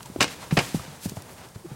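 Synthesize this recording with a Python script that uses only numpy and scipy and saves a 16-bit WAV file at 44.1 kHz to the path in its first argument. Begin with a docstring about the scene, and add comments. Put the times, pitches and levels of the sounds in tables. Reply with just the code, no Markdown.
"""A horse canters over a low jump in a sand arena. Tack and grit tick as the first hooves land,
each impact thumping the ground and throwing sand. Near 0.2 s and again near 0.55 s the horse clips
the pole, which clatters against its hollow stand and rings in damped modes. The heaviest hoofbeats
fall between 0.5 and 0.8 s; then they weaken as the horse moves away, with a brief creak near the end.
Throughout, fences and hedges scatter a weak echo over quiet outdoor air."""
import sys
import numpy as np
from scipy import signal
from scipy.fft import rfft, irfft, next_fast_len
from scipy.io import wavfile
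from scipy.ndimage import uniform_filter1d

SR = 44100
rng = np.random.default_rng(int(sys.argv[2]) if len(sys.argv) > 2 else 0)


def unload_wav(signal):
    """Save mono or channel-first audio to the path in sys.argv[1] as 16-bit WAV at rate SR, clipped to [-1, 1]."""
    wavfile.write(
        sys.argv[1],
        SR,
        np.round(np.clip(np.atleast_2d(signal).T, -1, 1) * 32767).astype(np.int16),
    )


N = 77175  # 1.75 s


def hooves():
    """Damped impact: a slap on sand, a ground thud whose pitch drops as contact eases, a soil shudder."""
    # hoof falls (time [s], level [dB], ground pitch [Hz], extra pitch at contact [fraction],
    # decay [s], slap level [dB re thud], slap pitch [Hz])
    hoof_falls = [(0.0993, -24, 154, .6, 0.0029, -11.5, 500), (0.1608, -15.5, 174, 1.67, 0.0032, -12, 520),
                  (0.185, -29, 222, .2, 0.0069, -1.5, 353), (0.2157, -16.5, 145, 0.85, 0.0069, -16, 405),
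                  (.525, -9, 149.6, 0.34, 0.011, -23, 750), (0.5771, -11, 144, 0.22, 0.0099, -12, 800),
                  (0.7452, -10.5, 142, 1.15, 0.0066, -19, 796), (0.7555, -24.5, 157, .1, .006, -26, 510),
                  (.795, -38.5, 100, 0.39, 0.0079, 2.5, 1190), (.88, -30.5, 144, .1, 0.015, -15, 503),
                  (1.0575, -15, 167.3, 0.52, 0.0068, -15.5, 558), (1.068, -30.5, 100, 0.1, 0.015, -22, 413),
                  (1.1188, -29.5, 116, 1.83, 0.014, -5.5, 535), (1.1689, -24.5, 92.7, 1.5, 0.016, -4, 760),
                  (1.322, -45, 146, 1.1, 0.008, 6, 497), (1.5589, -25.5, 109, 0.33, 0.0086, -8, 390),
                  (1.661, -35.5, 148, 0.49, 0.019, -4, 352), (1.716, -25.5, 124, 0.55, 0.017, -17, 385)]
    # spectrum of the slap (frequency [multiple of slap pitch], level [dB])
    slap_spectrum = [(.1, -9), (.5, -4.5), (1, 7), (1.4, -6.5), (2.5, -15), (8, -25), (30, -41)]
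    # spectrum of shuddering loose soil (frequency [Hz], level [dB])
    soil_spectrum = [(30, -11), (60, -2), (110, 4.5), (250, -4.5), (500, -21), (1000, -27.5), (4000, -62)]
    contact_s, slap_s = 0.0041, 0.0038
    shudder_db, shudder_s = -21.5, 0.038  # level re the thud
    impacts, shudder = 0, 0
    for start, db, hz, extra, decay, slap_db, slap_hz in hoof_falls:
        t = since(start)
        cycles = hz * (t + extra * contact_s * (1 - np.exp(-t / contact_s)))
        thud = -np.sin(2 * np.pi * cycles) * strike(start, rise=0.00054, decay=decay)
        burst = strike(start, rise=0.00028, decay=slap_s) * noise()
        slap = colour(burst, np.array(slap_spectrum) * [slap_hz, 1])
        impacts += undb(db) * (thud + undb(slap_db) * slap)
        shudder += undb(db + shudder_db) * strike(start, contact_s, shudder_s)
    return impacts + colour(shudder * noise(), soil_spectrum)


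def pole_ring(start, tilt_db, knee_hz):
    """Modal vibration: the struck pole and its hollow stand ring as a sum of damped sinusoids."""
    # modes of pole and stand (frequency [Hz], level [dB], time to fall 60 dB [s])
    modes = [(294, 3.5, 0.079), (486, -2.5, 0.12), (559, -3.5, 0.14), (708.4, -2, 0.11), (925.6, 1, 0.11),
             (1093, -3, 0.13), (1613, 2, 0.064), (2150, 3, 0.069), (2365, -7, 0.055), (2846, 4, 0.039),
             (2955, 5, 0.043), (3940, -7, 0.12), (4830, -9, 0.096), (6430, -17.5, 0.17)]
    t, ring = since(start), 0
    for hz, db, t60 in modes:
        detuned_hz = hz * (1 + 0.004 * (rng.random() - 0.5))
        gain = undb(db + tilt_db * np.log2(max(hz, knee_hz) / 2000))
        ring += gain * undb(-60 * t / t60) * np.sin(2 * np.pi * (detuned_hz * t + rng.random()))
    return ring


def pole():
    """Impact excitation: each contact makes a hard click, a rough crack with a short tail, and a ring."""
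    # contacts of hoof and pole (time [s], level [dB], decay [s], tilt [dB/octave])
    knocks = [(0.2028, -30.5, 0.0055, -1.5), (.2064, -13.5, 0.016, 0.14), (.2158, -14, 0.002, -1.5),
              (.2262, -14.5, 0.0066, 2.2), (.2425, -18.5, 0.0027, -0.8), (.279, -34, 0.012, 1),
              (0.5095, -29.5, 0.015, -3.4), (0.5691, -20.5, .006, -2.5), (0.5727, -12, 0.0073, -3.5),
              (0.5891, -17.5, 0.011, -1.1), (.602, -26, 0.01, -7.5)]
    # spectrum of the crack (frequency [Hz], level [dB])
    crack_spectrum = [(60, -6.5), (150, 3.5), (420, -0.5), (800, -2.5), (1400, -2.5), (1750, -3),
                      (2000, -3), (2600, 2.5), (3400, -5), (4300, -5.5), (5100, -5), (6200, -9.5),
                      (8000, -11.5), (12000, -25.5), (16000, -32)]
    click_db, tail_db, ring_db = -1, -23, -16
    rise_s, knee_hz = 0.00028, 940
    out = 0
    for start, db, decay, tilt_db in knocks:
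        click = undb(click_db) * strike(start, rise_s, decay=0.00078)
        tail = undb(tail_db) * strike(start, rise=decay, decay=0.054)
        force = click + strike(start, rise_s, decay) + tail
        crack = colour(force * noise(), crack_spectrum, tilt_db, knee_hz)
        onset = 1 - np.exp(-since(start) / rise_s)
        ring = onset * pole_ring(start, tilt_db, knee_hz)
        out += undb(db) * (crack + undb(ring_db) * ring)
    return out


def sand():
    """Shot noise: tiny grain impacts merge into a hiss as kicked sand swells and patters down."""
    # thrown and scuffed sand (peak time [s], level [dB], rise [s], decay [s], tilt [dB/octave])
    sprays = [(0.061, -47, .008, 0.021, -0.5), (.32, -40, 0.029, 0.034, -0.5),
              (0.431, -40.5, 0.038, 0.046, -2.2), (.54, -41, .02, 0.062, 5.5),
              (0.647, -36.5, 0.077, 0.1, 0.1), (0.753, -38.5, 0.013, 0.042, 2), (.83, -44, 0.045, 0.19, -2),
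              (1.055, -36.5, 0.033, .014, 4), (1.094, -43, 0.016, 0.029, 2.5),
              (1.169, -47.5, 0.021, 0.026, 4.5), (1.22, -49.5, 0.074, 0.071, -4.5),
              (1.298, -45, .02, 0.033, -6), (1.32, -51, 0.037, 0.06, 5), (1.39, -45, 0.024, 0.063, -4.5),
              (1.441, -47, 0.036, 0.044, -3.5), (1.556, -48.5, 0.011, 0.01, -0.5),
              (1.715, -48.5, 0.02, 0.038, -5.5)]
    # spectrum of the grain impacts (frequency [Hz], level [dB])
    sand_spectrum = [(100, -5.5), (300, -3.5), (900, 2), (2000, 0), (4000, -1.5), (8000, -3.5), (12000, -9),
                     (16000, -16.5)]
    grains_per_s, spread_db = 16000, 2
    t, out = np.arange(N) / SR, 0
    for peak, db, rise, decay, tilt_db in sprays:
        swell = np.exp(-(np.minimum(t - peak, 0) / rise) ** 2 - since(peak) / decay)
        clicks = noise() * (rng.random(N) < grains_per_s / SR)
        sizes = undb(spread_db * np.minimum(rng.exponential(size=N), 5))
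        out += undb(db) * colour(swell * unit(clicks * sizes), sand_spectrum, tilt_db, knee_hz=407)
    return out


def ticks():
    """Broadband transients: small, brief contacts of tack and grit give dry bursts of noise."""
    # ticks of tack and grit (time [s], level [dB], centre frequency [Hz], decay [s])
    contacts = [(.0065, -31, 1400, 0.0014), (.025, -39, 6000, 0.0012), (0.0287, -34.5, 5500, 0.0029),
                (0.0585, -34, 6000, 0.0012), (1.0952, -29, 6300, 0.0021), (1.221, -36.5, 7800, 0.0021),
                (1.487, -43, 7900, 0.0025)]
    out = 0
    for start, db, hz, decay in contacts:
        band = [(hz / 8, -30), (hz / 2, -4), (hz, 0), (hz * 2, -9), (hz * 4, -30)]
        out += undb(db) * colour(strike(start, rise=0.0001, decay=decay) * noise(), band)
    return out


def creaks():
    """Random modulation of pitch and amplitude: the tack creaks in rasping tones that sag."""
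    # brief hollow creaks (peak time [s], level [dB], pitch [Hz], half length [s])
    tones = [(0.063, -40.5, 925, 0.0093), (1.656, -33, 349.4, 0.0095)]
    waver_depth, rasp_depth, sag_per_s = 0.057, 0.23, 5
    t, out = np.arange(N) / SR, 0
    for peak, db, hz, half_length in tones:
        waver, rasp = (unit(uniform_filter1d(noise(), size=100)) for _ in range(2))
        pitch = hz * (1 + waver_depth * waver - sag_per_s * (t - peak))
        swell = np.exp(-((t - peak) / half_length) ** 2) * (1 + rasp_depth * rasp)
        out += undb(db) * swell * np.sin(2 * np.pi * np.cumsum(pitch) / SR)
    return out


def echo(direct):
    """Diffuse scattering: fences and hedges return the sound, a convolution with decaying noise."""
    # spectrum of the scattered sound (frequency [Hz], level [dB])
    echo_spectrum = [(50, -3), (130, -8), (300, 0), (1000, -10.5), (4000, -2.5), (16000, -37)]
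    echo_db, t60_s = -28.5, 0.8
    response = colour(noise() * strike(0, rise=0.025, decay=t60_s / np.log(1000)), echo_spectrum)
    response /= np.sqrt(np.sum(response ** 2))
    return undb(echo_db) * signal.fftconvolve(direct, response)[:N]


def air():
    """Ambient noise: an outdoor hush and faint rustle that flutters and fades as the horse leaves."""
    # spectrum of the outdoor air (frequency [Hz], relative spectral density [dB])
    air_spectrum = [(15, -56), (25, -15.5), (120, 1), (236, -5.5), (301, -15), (373, -9.5), (560, -11.5),
                    (962, -12.5), (1260, -18), (2760, -24), (9320, -23), (14800, -31), (16000, -27)]
    start_db, flutter_db, fade_db_per_s = -44.5, 1.12, -2.5
    flutter = unit(uniform_filter1d(uniform_filter1d(noise(), size=1500), size=1500))
    level_db = start_db + flutter_db * flutter + fade_db_per_s * since(0)
    return undb(level_db) * colour(noise(), air_spectrum)


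def undb(db):
    """Decibels to amplitude gain."""
    return 10 ** (np.asarray(db) / 20)


def unit(x):
    """Normalisation to an rms of one."""
    return x / np.sqrt(np.mean(x ** 2))


def noise():
    """Gaussian white noise."""
    return rng.standard_normal(N)


def since(start):
    """Seconds since a moment, zero before it."""
    return np.maximum(np.arange(N) / SR - start, 0)


def strike(start, rise, decay):
    """Exponential rise and decay, with time constants in seconds."""
    t = since(start)
    return (1 - np.exp(-t / rise)) * np.exp(-t / decay)


def colour(x, points, tilt_db=0, knee_hz=SR):
    """Minimum-phase filter of unit power through (frequency [Hz], level [dB]), tilted above a knee."""
    size = next_fast_len(N + N // 4) // 2 * 2
    octave = np.log2(np.maximum(np.arange(size // 2 + 1) * SR / size, 1))
    hz, db = np.array(points, float).T
    above_knee = np.maximum(octave - np.log2(knee_hz), 0)
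    gain = undb(np.interp(octave, np.log2(hz), db) + tilt_db * above_knee)
    cepstrum = irfft(np.log(unit(gain)))
    cepstrum[1:size // 2] *= 2  # folding onto positive time makes the filter causal
    cepstrum[size // 2 + 1:] = 0
    return irfft(rfft(x, size) * np.exp(rfft(cepstrum)))[:N]


def scene():
    """Superposition: the direct sound of horse and jump, its echo and the air add in one channel."""
    direct = hooves() + pole() + sand() + ticks() + creaks()
    return (direct + echo(direct) + air())[None]


def record(dry):
    """Band limiting: the microphone drops the deep bass and cuts the top."""
    bass_hz, top_hz = 55, 15850
    highpass = signal.butter(2, bass_hz, "high", fs=SR, output="sos")
    lowpass = signal.ellip(10, 0.2, 80, top_hz, fs=SR, output="sos")
    return signal.sosfilt(lowpass, signal.sosfilt(highpass, dry))


dry = scene()
out = record(dry)
unload_wav(out)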